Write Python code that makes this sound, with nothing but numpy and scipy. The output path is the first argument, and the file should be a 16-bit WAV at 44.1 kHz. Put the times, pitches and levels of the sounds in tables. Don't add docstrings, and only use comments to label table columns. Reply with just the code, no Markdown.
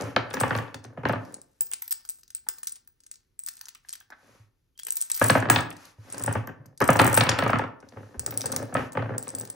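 import sys
import numpy as np
from scipy import signal
from scipy.fft import rfft, irfft, next_fast_len
from scipy.io import wavfile
from scipy.ndimage import uniform_filter1d

SR = 44100
rng = np.random.default_rng(int(sys.argv[2]) if len(sys.argv) > 2 else 0)


def bounce(signal):
    frames = np.transpose(np.atleast_2d(signal))
    limited = np.clip(frames, -1, 1)
    pcm = np.round(limited * 32767).astype(np.int16)
    wavfile.write(sys.argv[1], SR, pcm)


def voltage_ratio(decibels):
    exponent = np.asarray(decibels, float) / 20
    return 10 ** exponent


N = 421140

# (time [s], nominal knock peak [dB], boom over knock [dB], snap over knock [dB], favoured table mode [Hz])
LANDINGS = [(0.002, -31.5, -4, -7, 775), (0.163, -6.5, -20.5, -4, 1350), (0.309, -31, -9, -1, 1470),
            (0.338, -19, -16, -12, 1673), (0.369, -19.5, -15, -12, 1740), (0.408, -14, -4.5, -25, 1140),
            (0.434, -9.5, -14.5, -17, 1140), (0.507, -12.5, -11, -14.5, 1410), (0.529, -22, -15, -20, 1160),
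            (0.551, -16.5, -5, -7.5, 1140), (0.586, -21.5, -20, -6.5, 1140), (0.605, -33, -2, -16, 1140),
            (0.68, -39, -9, -7, 1490), (0.743, -29.5, -5.5, -1.5, 517), (0.847, -35, -1, -5.5, 446),
            (0.974, -28, -2, -37, 690), (1.034, -26, 2, -38, 910), (1.053, -9, -14, -17, 865),
            (1.094, -11.5, -11, -18, 874), (1.133, -16.5, -9, -16, 1180), (1.157, -25, -6, -21, 1210),
            (5.214, -4, -12, -26, 1672), (5.247, -16, -15, -32, 476), (5.298, -3, -11, -5.5, 1710),
            (5.352, -4, -11.5, -39, 642), (5.371, -14, -19, -28, 1650), (5.424, -14, -22, -20, 1710),
            (5.455, -18.5, -6, -19, 528), (5.487, -18.5, -7, -16, 1640), (5.499, 4, -18.5, -11, 1665),
            (5.539, -33, -11, 8, 1620), (5.56, -11, -11.5, 4.5, 1646), (5.588, -19.5, -6, -2, 1610),
            (6.143, -32, -8, -24, 1590), (6.205, -30.5, -1, -28, 690), (6.242, -28.5, 2, -29, 1090),
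            (6.277, -13.5, -6, -45, 880), (6.309, -23.5, -3.5, -32, 603), (6.353, -14, -3.5, -41, 900),
            (6.474, -27, -8, -27, 1547), (6.49, -29.5, -6, -33, 760), (6.655, -49, 6.5, -25, 300),
            (6.805, -17, -10, -20, 876), (6.812, -7, -17, -33, 390), (6.822, -10.5, -16, -37, 1276),
            (6.889, 0.5, -12.5, -27, 1233), (6.934, -25, -10, -22, 1060), (6.955, -11.5, -10, -23, 1000),
            (6.991, -9, -8, -7, 1320), (6.996, 1, -12, -10, 1265), (7.013, -8, -19, -16, 1220),
            (7.038, -10, -9, -18, 1315), (7.054, -8, -15, -16, 1280), (7.074, -12, -5, -21.5, 1220),
            (7.128, -17.5, -4, -21, 1250), (7.174, -5, -11, -9.5, 1180), (7.208, -8.5, -11, 2, 1260),
            (7.267, -18.5, -4.5, -1, 1270), (7.29, -13.5, -9.5, 2.5, 1860), (7.316, -25.5, -16, 7.5, 1012),
            (7.388, -12.5, -16, -3, 1310), (7.423, -10.5, -8.5, -13, 1640), (7.438, -25, -3, -4, 1600),
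            (7.463, -12, -12, -20, 1230), (7.495, -12, -18, -19, 680), (7.531, -7, -14, -19.5, 1314),
            (7.557, -13.5, -9, -20, 1280), (7.593, -14, -19.5, -17.5, 900), (7.616, -18.5, -18, -29, 1370),
            (7.638, -21, -13, -19, 857), (7.826, -39, -11, -22, 1460), (7.922, -44, -13, -7, 420),
            (7.97, -31.5, -8, -36, 426), (8.03, -40, -2, -25, 454), (8.143, -40, 0, -27, 460),
            (8.194, -38.5, -0.5, -20, 423), (8.262, -34.5, -14, -21, 438), (8.276, -30.5, -3, -25, 413),
            (8.323, -31, -11, -9, 760), (8.439, -28.5, -1.5, -32, 770), (8.462, -30, -7, -25, 470),
            (8.522, -28, -3.5, -25, 440), (8.537, -27.5, -12, -25, 1180), (8.564, -26, -6, -32, 740),
            (8.592, -35, -7, -24, 416), (8.619, -32.5, -2, -32, 443), (8.635, -43, -2, -26, 430),
            (8.725, -29, 2, -33, 730), (8.751, -10.5, -15, -29, 1284), (8.768, -17, -26, -10, 1074),
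            (8.778, -23.5, -2, -22, 1050), (8.792, -20.5, -10, -22, 915), (8.806, -24.5, -6, -22, 920),
            (8.952, -22, -1, -37, 824), (8.972, -13, -8.5, -21.5, 852), (8.993, -25, -1, -26, 830),
            (9.023, -22, -3, -18, 655), (9.057, -28, -5, -28, 856), (9.093, -27.5, -1, -36, 800),
            (9.138, -28.5, -12, -33, 1166), (9.271, -32, -15, -7, 1090), (9.405, -39, 2, -10, 523)]
# (start [s], length [s], rolling [dB], skin on wood [dB], skin on brass [dB])
HAND_PUSHES = [(-.15, 0.34, -39, -44.5, -52), (.2, 0.6, -45, -44.5, -60), (.7, 0.53, -52, -92, -79),
               (1.14, 0.29, -50, -85, -63.5), (4.1, 0.42, -64.5, -66, -66), (5.72, 0.25, -65, -58, -56.5),
               (5.93, 0.57, -49.5, -55, -55.5), (6.5, 0.28, -56.5, -99, -99),
               (6.93, 0.69, -40.5, -32.5, -58), (7.75, 0.59, -52.5, -75, -66.5),
               (8.2, 0.62, -38.5, -74, -54.5), (8.72, 0.194, -53, -48, -54.5), (8.9, 0.4, -41.5, -81, -71),
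               (9.2, 0.42, -46, -88, -60)]
# (start [s], length [s], rattle [dB], skin on brass [dB])
HANDFUL_SHAKES = [(.3, 0.4, -53.5, -82.5), (1.3, 0.51, -77, -78.5), (1.68, 0.22, -61, -73),
                  (2.0, 0.25, -54, -83), (2.45, 0.16, -55, -70.5), (2.8, 0.68, -90, -86),
                  (3.38, 0.32, -55, -69), (3.8, 0.23, -68, -67.5), (4.82, 0.35, -44.5, -59.5),
                  (5.09, 0.36, -36, -43), (6.08, 0.11, -63, -59), (6.97, 0.31, -42, -49.5),
                  (8.36, 0.09, -64, -73), (9.17, 0.18, -65, -60)]
HIT_CREST_DB = 13


def evened(x, span=None):
    return x / np.sqrt(np.mean(x[..., :span] ** 2) + 1e-20)


def read(points, hz):
    f, value = np.transpose(points)
    return np.interp(np.log(hz + 1), np.log(f + 1), value)


def add(mix, s, sound):
    part = mix[:, round(s * SR):][:, :sound.shape[1]]
    part += sound[:, :part.shape[1]]


def colour(x, points):
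    size = x.shape[-1]
    return irfft(rfft(x) * voltage_ratio(read(points, np.fft.rfftfreq(size, 1 / SR))), size)


def band_pass(x, edges_hz, order):
    return signal.sosfilt(signal.butter(order, edges_hz, "band", fs=SR, output="sos"), x)


def pair(size):
    # (frequency [Hz], correlation [0-1])
    likeness = [(60, 0.75), (150, 0.89), (300, 0.61), (650, 0.077), (1400, 0.84), (3000, 0.12),
                (6000, 0.98), (9000, 0.94)]
    left, other = rfft(rng.standard_normal((2, size)))
    same = np.clip(read(likeness, np.fft.rfftfreq(size, 1 / SR)), 0, 1)
    right = same * left + np.sqrt(1 - same ** 2) * other
    return irfft(np.array([left, right]), size)


def scatter(per_s, spread_db):
    size = voltage_ratio(spread_db * np.minimum(rng.exponential(1, N), 4))
    return size * (rng.random(N) < per_s / SR) * rng.choice([-1., 1.], N)


def note(hz, t60, rise_s, size=4096):
    t = np.arange(size) / SR
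    turn = rng.random() + 0.076 * rng.standard_normal((2, 1))
    envelope = voltage_ratio(-60 * t / t60) * (1 - np.exp(-t / rise_s))
    return evened(envelope * np.sin(2 * np.pi * (hz * t + turn)), span=400)


def gesture(rows, column):
    t = np.arange(N) / SR
    return sum(voltage_ratio(row[column]) * np.sin(np.pi * np.clip((t - row[0]) / row[1], 0, 1)) ** 1.6 for row in rows)


def after_landing(layer):
    # (rolling [dB], hiss of the boards [dB], hiss on brass [dB])
    layer_db = [-21.5, -21, -50]
    decay_s = 0.24
    s, db = np.transpose(LANDINGS)[:2]
    kicks = np.bincount((s * SR).astype(int), voltage_ratio(2 * db), N)
    power = signal.lfilter([1], [1, -voltage_ratio(-120 / decay_s / SR)], kicks)
    return voltage_ratio(layer_db[layer]) * np.sqrt(power)


def board_blow(size=10000):
    # (centre [Hz], relative level [dB], t60 [s])
    boards = [(100.2, -6.5, 0.16), (113, 3, 0.17), (138.6, -3, 0.11), (262, 3, 0.12), (293, 3, 0.12),
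              (403.3, -10, 0.12), (475.5, -3, 0.064), (546, -3.5, 0.088), (692, -4, 0.09), (886, -2, 0.09),
              (1065, 0, .08), (1160, -2, .07), (1270, 1, 0.1), (1410, -2, .06), (1500, -1, 0.064),
              (1670, 1, 0.07), (2150, -7.5, 0.057), (2450, -8, 0.045), (2710, -9, 0.07), (3377, -11, 0.038)]
    # (low edge [Hz], high edge [Hz])
    bands_hz = [(85, 175), (185, 550), (550, 1800), (1800, 4600)]
    t, hz = np.arange(size) / SR, np.fft.rfftfreq(size, 1 / SR)
    bend = irfft(np.exp(2j * np.pi * 1.3 * rng.uniform(0.8685, 1.1) * -np.log(hz + 30)), size)
    bend = 80 * bend * np.exp(-t / 0.04)
    echoes = np.zeros((2, 200))
    echoes[:, 0] = 1
    delays = rng.integers(20, 170, 4) + rng.integers(0, 8, (2, 4))
    echoes[[[0], [1]], delays] = rng.uniform(.3, .7, 4) * rng.choice([-1, 1], 4)
    bend = signal.oaconvolve(bend[None], echoes, axes=1)[:, :size]
    ring = np.zeros((2, size))
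    for f, db, t60 in boards:
        turn = rng.random() + 0.2 * min(f, 700) / 700 * rng.standard_normal((2, 1))
        rise = 1 - np.exp(-(t * f / 1.2) ** 2)
        level = voltage_ratio(db + 3.2 * rng.standard_normal() - 60 * t / t60)
        ring += rise * level * np.sin(2 * np.pi * (f * rng.normal(1, .004) * t + turn))
    dull = signal.lfilter(*signal.butter(2, 2400, fs=SR), pair(size))
    dense = pair(size) * voltage_ratio(-2 - 60 * t / .012) + dull * voltage_ratio(-10 - 60 * t / .15)
    dense *= 1 - np.exp(-(t / .002) ** 2)
    whole = 3.4 * bend + 1.9 * ring + 2.0 * dense
    spans = (2400, 1200, 400, 400)
    return np.array([evened(band_pass(whole, edge, 4), span=span) for edge, span in zip(bands_hz, spans)])


def table():
    thud_db, thud_per_db = -10.5, 0.78
    spot_db, spot_s = -7, .04
    spots, out = [board_blow() for _ in range(14)], np.zeros((2, N))
    for (s, db, boom, snap, hz), spot in zip(LANDINGS, rng.integers(0, 14, len(LANDINGS))):
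        band_db = np.array([db + boom, thud_db + thud_per_db * db, db, db + snap])
        add(out, s, np.tensordot(voltage_ratio(band_db - HIT_CREST_DB), spots[spot], 1))
        add(out, s, voltage_ratio(db + spot_db - HIT_CREST_DB) * note(hz, spot_s, 0.0085))
    rolling = np.zeros((2, N))
    bump_gains = voltage_ratio(np.array([-5, 4.5, 1.5, -23.5]))
    for spot in spots[:4]:
        bump = np.tensordot(bump_gains, spot, 1)
        rolling += signal.oaconvolve(scatter(50, 3.7)[None], bump, axes=1)[:, :N]
    return out + evened(rolling) * (gesture(HAND_PUSHES, column=2) + after_landing(layer=0))


def hiss():
    # (frequency [Hz], relative level on wood [dB], relative level on brass [dB])
    spectra = [(150, -1, -37), (400, -8, -29), (920, 7, -4.5), (2200, -1, -4), (2990, -4.5, -7),
               (4900, -36.5, -6), (7600, -27.5, -6), (11000, -53, -12), (15450, -52.5, -19.5)]
    hz, wood_db, brass_db = np.transpose(spectra)
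    on_wood = evened(colour(pair(N), list(zip(hz, wood_db))))
    on_brass = evened(colour(pair(N), list(zip(hz, brass_db))))
    wood_level = gesture(HAND_PUSHES, column=3) + after_landing(layer=1)
    brass_level = gesture(HAND_PUSHES, column=4) + gesture(HANDFUL_SHAKES, column=3) + after_landing(layer=2)
    return on_wood * wood_level + on_brass * brass_level


def air():
    # (frequency [Hz], relative density [dB per Hz])
    spectrum = [(18, -34), (30, 3.5), (124, -5.5), (189, -14), (252, -11.5), (328, -17), (364, -13.5),
                (649, -28.5), (16000, -36)]
    return voltage_ratio(-72.5) * evened(colour(pair(N), spectrum))


def clink(tick_db, *ring_dbs, size=4096):
    # (centre [Hz], t60 before the grip of the fingers [s])
    case_modes = [(8050, 0.014), (12150, 0.016), (15520, 0.05)]
    # (centre [Hz], level against the tick's rms [dB], t60 [s])
    weak_modes = [(3190, -22, 0.032), (4840, -20, 0.02), (5500, -34.5, .025), (5870, -18.5, 0.022),
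                  (6970, -14.5, 0.02), (11300, -14.5, 0.023)]
    # (frequency [Hz], relative level [dB])
    tick_spectrum = [(200, -54.5), (500, -34.5), (1000, -18), (1600, -4.5), (3000, -7), (5000, 5.5),
                     (7000, 5), (8200, 6), (9800, 1), (11000, -16), (14000, -14.5), (16000, -18.5)]
    t = np.arange(size) / SR
    shape = voltage_ratio(-60 * t / 0.006) * (1 - np.exp(-t / 0.0003))
    late, soft = rng.random((2, 2))
    for s, db in zip(0.00085 + 0.006 * late, -6 - 12 * soft):
        shape = shape + voltage_ratio(db - 60 * (t - s) / .005) * (t > s)
    tail = voltage_ratio(-34.5 - 60 * t / 0.18)
    tick = evened(colour(pair(size) * (shape + tail), tick_spectrum), span=120)
    hz, db, t60 = np.transpose(weak_modes)[:, :, None]
    draw = rng.standard_normal((2, len(weak_modes), 1))
    weak = voltage_ratio(db + 4.5 * draw[0] - 60 * t / t60) * np.sin(2 * np.pi * hz * (1 + 0.044 * draw[1]) * t)
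    tick += weak.sum(0)
    sound = voltage_ratio(tick_db) * evened(tick, span=120)
    for (hz, t60), db in zip(case_modes, ring_dbs):
        draw = rng.standard_normal((4, 3, 1))
        grip = np.exp(0.4 * np.minimum(draw[1], .8))
        decay = voltage_ratio(4 * draw[2] - 60 * t / (t60 * grip))
        cases = decay * np.sin(2 * np.pi * (hz * (1 + .012 * draw[0]) * t + draw[3]))
        chatter = 1 + 0.4 * evened(uniform_filter1d(rng.standard_normal(size), 70))
        sound += voltage_ratio(db) * evened(cases.sum(0) * chatter * (1 - np.exp(-t / 0.0001)), span=130)
    return sound


def brass():
    # (time [s], tick [dB], low case mode [dB], middle case mode [dB], high case mode [dB])
    clear_clinks = [(0.01, -27.5, -38, -53.5, -49.5), (0.021, -36.5, -35, -51.5, -54),
                    (0.0406, -43.5, -41, -64.5, -57.5), (0.162, -34.5, -58, -60, -61),
                    (0.3032, -43, -43, -74, -55.5), (0.3316, -43.5, -38.5, -60, -45.5),
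                    (0.339, -26, -36.5, -41, -32.5), (0.3423, -24, -37, -41, -40),
                    (0.4003, -27.5, -21, -49, -48), (0.4054, -26, -21, -34, -31.5),
                    (0.4121, -36.5, -17.5, -48.5, -36.5), (0.4794, -38, -39, -62, -54),
                    (0.4948, -38.5, -44, -55, -55.5), (0.5517, -42, -40.5, -57, -55),
                    (0.5643, -34, -46, -41, -47.5), (0.5762, -32, -42, -56, -44.5),
                    (0.588, -40, -47, -48, -53), (0.7442, -31, -41, -50, -43),
                    (0.8416, -37.5, -50, -69, -68.5), (0.8514, -43, -49, -64, -62),
                    (1.0872, -32, -46, -43, -43), (1.124, -43, -41, -51, -52), (1.251, -46, -64, -59, -68),
                    (1.3236, -55, -47.5, -68, -53), (1.3418, -34.5, -27.5, -66, -55.5),
                    (1.416, -48, -38, -69, -50), (1.6084, -28, -13, -30, -18.5),
                    (1.6688, -40.5, -46, -49, -49), (1.7149, -42, -25.5, -45, -29),
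                    (1.7262, -40, -34, -47, -50), (1.7353, -27.5, -18.5, -39, -36),
                    (1.82, -42.5, -30.5, -30, -31), (1.8229, -33.5, -31, -30, -36),
                    (1.8556, -46, -52, -51.5, -55.5), (1.8787, -34.5, -33, -31, -37.5),
                    (1.8942, -52, -48.5, -44, -56), (1.9087, -26, -25.5, -23.5, -21.5),
                    (1.9168, -24.5, -25, -30, -29.5), (1.924, -21, -18.5, -23, -32.5),
                    (2.0509, -38, -42.5, -51, -43), (2.09, -38.5, -22.5, -50, -41),
                    (2.0967, -35, -24.5, -33.5, -28.5), (2.1035, -41.5, -32, -41, -35),
                    (2.233, -42.5, -59, -53, -64), (2.279, -48, -53, -60, -54),
                    (2.304, -38, -39.5, -53, -61), (2.349, -36, -20.5, -40, -33.5),
                    (2.355, -39, -36, -55, -45), (2.3668, -43, -40.5, -61, -54),
                    (2.4874, -19, -17, -28.5, -18.5), (2.558, -55, -51, -71, -68),
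                    (2.584, -42, -41, -63, -47), (2.5875, -45, -56, -56, -37),
                    (2.6315, -34, -27, -52, -35.5), (2.6437, -42, -44, -52, -53),
                    (2.671, -25, -21.5, -33.5, -28), (2.674, -27, -36, -40, -39),
                    (2.68, -28, -37.5, -45, -39), (2.6949, -43, -33.5, -47, -49),
                    (2.7209, -53, -28, -48, -38.5), (2.7565, -38, -46, -57, -53),
                    (2.761, -45, -43.5, -67, -56), (2.8748, -50, -47, -52.5, -43),
                    (3.004, -50.5, -53.5, -78, -62), (3.0362, -46.5, -56.5, -70, -68),
                    (3.0642, -43.5, -44, -62.5, -58), (3.114, -37.5, -31, -55.5, -47),
                    (3.1398, -43, -58.5, -68, -64.5), (3.1568, -43.5, -52, -66, -65),
                    (3.3914, -58, -25.5, -44.5, -36.5), (3.3987, -46.5, -39, -57, -44),
                    (3.4359, -50.5, -31.5, -57, -54), (3.4629, -36.5, -25, -44.5, -28),
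                    (3.474, -34.5, -40, -41, -38), (3.486, -25, -26.5, -34, -32.5),
                    (3.5687, -42.5, -43, -61, -61.5), (3.592, -49, -44, -60, -74),
                    (3.612, -29.5, -49, -43, -36), (3.6558, -33.5, -48, -58, -54),
                    (3.669, -47, -60, -62, -57), (3.6844, -31, -51, -43, -51), (3.7492, -41, -44, -57, -46),
                    (3.887, -33, -54.5, -55, -63), (3.8924, -34, -30, -63, -60),
                    (3.9044, -38, -45, -67, -74), (3.928, -33.5, -27, -55, -52),
                    (3.9341, -29.5, -37, -39.5, -43.5), (3.954, -35.5, -41, -48, -51),
                    (4.0023, -45.5, -45, -53, -51), (4.1032, -44.5, -67, -59, -65),
                    (4.7768, -46, -47, -60, -60), (4.791, -36, -44, -45, -38),
                    (4.7973, -32.5, -34, -53, -49), (4.8336, -39.5, -29, -55.5, -61),
                    (4.8499, -47, -32, -44, -56.5), (4.8683, -34.5, -23, -31, -44),
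                    (4.8846, -35.5, -39, -35, -45), (4.906, -34.5, -15, -42, -28),
                    (4.9226, -35.5, -19.5, -30, -27), (4.956, -47, -25, -35, -27),
                    (4.969, -24.5, -20, -28, -22.5), (5.0078, -33, -26, -44.5, -41),
                    (5.0142, -33, -14.5, -29, -31.5), (5.0225, -27.5, -18.5, -35, -38),
                    (5.1, -29.5, -25, -34, -29.5), (5.1165, -24, -12.5, -32, -40.5),
                    (5.1441, -27, -38, -33, -25), (5.1498, -28, -26, -38, -25.5),
                    (5.164, -29, -28, -29, -29), (5.1751, -31.5, -24, -33.5, -35.5),
                    (5.197, -32, -24, -30, -27.5), (5.215, -38, -28.5, -43.5, -36),
                    (5.2245, -27, -18, -34.5, -35.5), (5.2398, -25, -13, -34.5, -17),
                    (5.2601, -45.5, -20, -38.5, -24.5), (5.2661, -39.5, -18, -35, -28.5),
                    (5.2803, -40.5, -23, -31, -23.5), (5.2844, -41, -15, -39, -36.5),
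                    (5.3004, -20.5, -23, -40, -28.5), (5.3046, -29, -10.5, -42.5, -40.5),
                    (5.3633, -41, -40, -55.5, -53), (5.3807, -46, -37, -50, -48),
                    (5.402, -37.5, -30, -57, -48.5), (5.5003, -10.5, 2.5, -16, -12),
                    (5.6059, -34, -27, -55, -42), (5.704, -40, -33, -46, -47), (5.727, -45, -45, -65, -61),
                    (5.767, -41, -45, -55, -61), (5.8527, -41, -60.5, -54, -62),
                    (6.101, -42.5, -37, -66, -54), (6.1238, -48, -26, -59, -52),
                    (6.131, -46.5, -35, -75, -64), (6.144, -37.5, -38, -62, -47.5),
                    (6.1713, -43, -46, -63, -59.5), (6.181, -35, -26.5, -55, -38),
                    (6.1962, -36, -33, -58, -48), (6.2149, -39.5, -32, -55, -60),
                    (6.224, -40, -27, -49, -38.5), (6.2375, -31, -18.5, -37, -26.5),
                    (6.2605, -33, -22, -46, -39), (6.272, -44, -34, -49.5, -45),
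                    (6.3253, -50, -25.5, -51, -39), (6.3358, -32, -38, -43, -38),
                    (6.4727, -39, -47.5, -36, -56), (6.6587, -48, -57.5, -51, -65),
                    (6.776, -39, -42, -68.5, -80), (6.803, -28.5, -46, -30, -31),
                    (6.816, -24.5, -42, -54, -50), (6.8212, -27.5, -28.5, -38, -46.5),
                    (6.8414, -28.5, -21, -37, -42), (6.853, -45, -34, -42, -41),
                    (6.8764, -34, -20.5, -30, -40), (6.904, -28, -18, -33, -21),
                    (6.9305, -27, -22, -37.5, -28.5), (6.9353, -40, -27, -36, -34),
                    (6.9607, -26, -28, -53.5, -36), (6.9684, -25.5, -30, -33, -26.5),
                    (6.991, -24.5, -15, -37, -29.5), (7.0008, -25.5, -18, -29, -21),
                    (7.016, -25.5, -13, -32, -24), (7.0448, -26.5, -17, -32, -17.5),
                    (7.0664, -30.5, -15, -30, -17.5), (7.0777, -33, -16.5, -34, -23),
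                    (7.0977, -41, -26, -44, -34), (7.129, -25.5, -17, -33, -29.5),
                    (7.143, -27, -13, -28, -18), (7.1488, -30.5, -16.5, -32, -21),
                    (7.1653, -28, -22.5, -26, -19), (7.1753, -20.5, -7, -32.5, -20),
                    (7.1783, -17.5, -19, -36.5, -29), (7.184, -27, -18.5, -34.5, -30.5),
                    (7.2, -33, -20.5, -48, -35), (7.2097, -18.5, -31, -45, -38),
                    (7.235, -27.5, -24, -44, -30.5), (7.293, -8.5, -43, -54, -40),
                    (7.389, -28.5, -24, -53, -29.5), (7.4364, -38, -37, -42, -47),
                    (7.4788, -33, -32, -60, -40), (7.5026, -31, -32, -54, -35),
                    (7.587, -31.5, -36, -51, -45), (7.803, -49.5, -55, -82, -70),
                    (7.8877, -43.5, -61, -67, -68), (8.195, -28, -19, -41, -26),
                    (8.2626, -25, -17.5, -42.5, -28.5), (8.3082, -30, -40, -35, -28),
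                    (8.3403, -37, -40, -57, -35.5), (8.375, -25.5, -15, -39.5, -26.5),
                    (8.4082, -24, -25.5, -41, -40.5), (8.4164, -20.5, -34, -42, -44.5),
                    (8.4345, -42, -37, -52, -51), (8.4574, -24, -20, -40, -28),
                    (8.4666, -27, -30, -47, -34), (8.519, -36, -22, -35, -35.5),
                    (8.5227, -23, -27, -43, -34), (8.5443, -41, -36, -57, -46),
                    (8.5628, -17.5, -19, -31, -26), (8.6277, -42, -32, -55, -45),
                    (8.7417, -42, -26, -54, -36.5), (8.9213, -41, -37, -59, -55),
                    (8.93, -41, -40, -61, -40), (9.1808, -29.5, -19, -48, -30), (9.227, -43, -28, -57, -34),
                    (9.2347, -49, -36, -61, -48), (9.2806, -47, -26, -61, -57),
                    (9.2894, -32, -28, -59, -50), (9.3028, -45, -31, -63, -53.5),
                    (9.35, -37, -21, -48, -34.5), (9.3852, -34, -29, -55, -40),
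                    (9.3982, -40, -25, -60, -49.5), (9.4114, -34, -26, -52, -40),
                    (9.4516, -34.5, -36, -46, -37), (9.4746, -42, -39, -64, -76),
                    (9.5002, -35, -24.5, -46, -37)]
    # (low case mode [dB], middle case mode [dB], high case mode [dB])
    ring_rms_db = [-3.5, -5, -5]
    # (time [s], early rms [dB], pitch [Hz], t60 [s])
    brief_rings = [(4.754, -72.5, 3150, 0.062), (4.788, -51, 3250, .06), (4.816, -58, 3400, .05),
                   (4.862, -58.5, 447, .15), (4.865, -51, 3040, .03), (4.884, -53.5, 3060, 0.027),
                   (2.465, -60, 874, .03)]
    tick_crest_db = 7.5
    out = np.zeros((2, N))
    for s, tick_db, *ring_dbs in clear_clinks:
        add(out, s, clink(tick_db - tick_crest_db, *np.add(ring_dbs, ring_rms_db)))
    for s, db, hz, t60 in brief_rings:
        add(out, s, voltage_ratio(db) * note(hz, t60, 0.0022))
    rattle = np.zeros((2, N))
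    for _ in range(3):
        tiny = clink(-11.5, 0, -11.0, -14.5)
        rattle += signal.oaconvolve(scatter(110, 3.0)[None], tiny, axes=1)[:, :N]
    return out + evened(rattle) * gesture(HANDFUL_SHAKES, column=2)


def room(x):
    # (frequency [Hz], t60 [s])
    decay = [(100, 0.5), (300, 0.54), (700, 0.51), (1800, 0.42), (5000, 0.32), (12000, 0.1), (16000, 0.27)]
    hz, t, z = signal.stft(pair(SR // 2), SR, nperseg=256)
    tail = signal.istft(z * voltage_ratio(-60 * t / read(decay, hz)[:, None]), SR, nperseg=256)[1]
    tail *= 1 - np.exp(-(np.arange(tail.shape[1]) / SR / 0.0024) ** 2)
    tail /= np.linalg.norm(tail[0])
    return voltage_ratio(-9.5) * signal.oaconvolve(x.mean(0)[None], tail, axes=1)[:, :N]


def thumps():
    # (time [s], level before a common lift [dB], pitch [Hz])
    settlings = [(1.605, -57.5, 153), (4.399, -43, 106), (5.986, -34.5, 104.7), (6.597, -35.5, 136),
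                 (7.967, -35.5, 102), (8.175, -28.5, 68.6), (8.797, -24.5, 108)]
    lift_db = 6.5
    out, t = np.zeros((2, N)), np.arange(8000) / SR
    for s, db, hz in settlings:
        envelope = voltage_ratio(db + lift_db - 60 * t / 0.1) * (1 - np.exp(-t / 0.014))
        add(out, s, np.tile(envelope * np.sin(2 * np.pi * hz * t), (2, 1)))
    return out


def taps():
    # (time [s], nominal peak of the mids [dB], bass over mids [dB], snap over mids [dB], hollow note [Hz])
    dull_taps = [(1.608, -41.5, 7, -22, 725), (1.717, -42.5, -30, 6.5, 1530),
                 (1.734, -43.5, -27, 8.5, 1520), (1.82, -40, -23, 2.5, 2010), (1.878, -50.5, -18, 4, 1620),
                 (1.919, -42.5, -19, -15, 1780), (2.049, -48, -23.0, -16, 1460),
                 (2.098, -67, -19, -5.5, 1793), (2.467, -41.5, -7, -10, 896), (2.381, -58.5, -25, 6, 1500),
                 (2.486, -31.5, -9, -5, 1000), (2.496, -42, -18, 0, 1200), (2.545, -53.5, -14, -14, 1100),
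                 (2.584, -51, -11, -12, 1090), (2.63, -43, -26, -5, 1790), (2.673, -58, -32, 0, 1600),
                 (2.874, -58, -23, -23, 1596), (3.474, -41.5, -26, -9, 1770), (3.609, -43, -35, -5.0, 1766),
                 (3.639, -52.5, -26, -10, 1170), (3.668, -46, -34.0, -16.0, 1314),
                 (3.683, -48, -43, 9.5, 1895), (3.751, -47.5, -21, 6.5, 1200),
                 (3.848, -48, -31, -7.0, 1770), (3.884, -57, -26.5, 8.0, 1870),
                 (3.932, -46.5, -40, 9.5, 1440), (3.952, -49, -27, 1, 1800),
                 (4.008, -45.5, -39.5, -1, 1604), (4.102, -39.0, -7, -21.0, 850),
                 (4.112, -45, -23, -24, 1200), (4.121, -33.5, -15, -20.0, 1580),
                 (4.125, -36, -10, -12, 1620), (4.133, -39, -21, -12, 1650), (4.14, -55, -18, -11, 1370),
                 (4.79, -58.5, -24, 20, 1680), (4.866, -39, -11, 5, 1860), (4.882, -39, -8, 3.5, 1690),
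                 (5.101, -38.5, -33, 5, 1940), (5.711, -45, -18, 13.5, 1910)]
    # (low edge [Hz], high edge [Hz])
    bands_hz = [(150, 800), (800, 1900), (1900, 3600)]
    tap_s, tail_s, tail_db = .016, 0.18, -28
    hollow_db, hollow_s = -4, .018
    out, t = np.zeros((2, N)), np.arange(4096) / SR
    shape = (voltage_ratio(-60 * t / tap_s) + voltage_ratio(tail_db - 60 * t / tail_s)) * (1 - np.exp(-t / 0.0026))
    for s, db, bass, snap, hz in dull_taps:
        add(out, s, voltage_ratio(db + hollow_db - HIT_CREST_DB) * note(hz, hollow_s, 0.0016))
        puff = pair(len(t)) * shape
        for edge, band_db in zip(bands_hz, (db + bass, db, db + snap)):
            add(out, s, voltage_ratio(band_db - HIT_CREST_DB) * evened(band_pass(puff, edge, 3), span=400))
    return out


def scene():
    near = table() + hiss() + brass() + thumps() + taps()
    return near + room(near) + air()


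def top_cut(x):
    return signal.sosfilt(signal.butter(12, 17160, fs=SR, output="sos"), x)


def record(dry):
    # (frequency [Hz], lead of the left [rad])
    port_phase = [(0, 0), (6200, -.1), (7700, -3.0), (9400, -3.4), (10400, -6.2), (12700, -6.5),
                  (14000, -9.3), (15600, -9.85), (17000, -9.4)]
    # (frequency [Hz], left over right [dB])
    balance = [(60, -1), (180, 0), (550, 1.5), (1650, 0), (4970, 2.5), (15000, 1)]
    rumble_hz, top_hz = 44.3, 16400
    limit_db, recovery_db_per_s = -7, 110.0
    size = next_fast_len(N + 2048)
    hz = np.fft.rfftfreq(size, 1 / SR)
    f, lead = np.transpose(port_phase)
    half = voltage_ratio(read(balance, hz) / 2) * np.exp(.5j * np.interp(hz, f, lead))
    band = 1 / (1 + (hz / top_hz) ** 90) / np.sqrt(1 + (rumble_hz / (hz + 1)) ** 2)
    ports = irfft(rfft(dry, size) * np.array([half, 1 / half]) * band, size)[:, :N]
    power_db = 10 * np.log10(abs(uniform_filter1d((ports ** 2).mean(0), 130)) + 1e-12)
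    fall = np.arange(N) * recovery_db_per_s / SR
    held_peak_db = np.maximum.accumulate(power_db + fall) - fall
    over_db = np.maximum(held_peak_db - limit_db, 0)
    held = np.tanh(ports / voltage_ratio(.85 * uniform_filter1d(over_db, 60)))
    return top_cut(held)


dry = scene()
out = record(dry)
bounce(out)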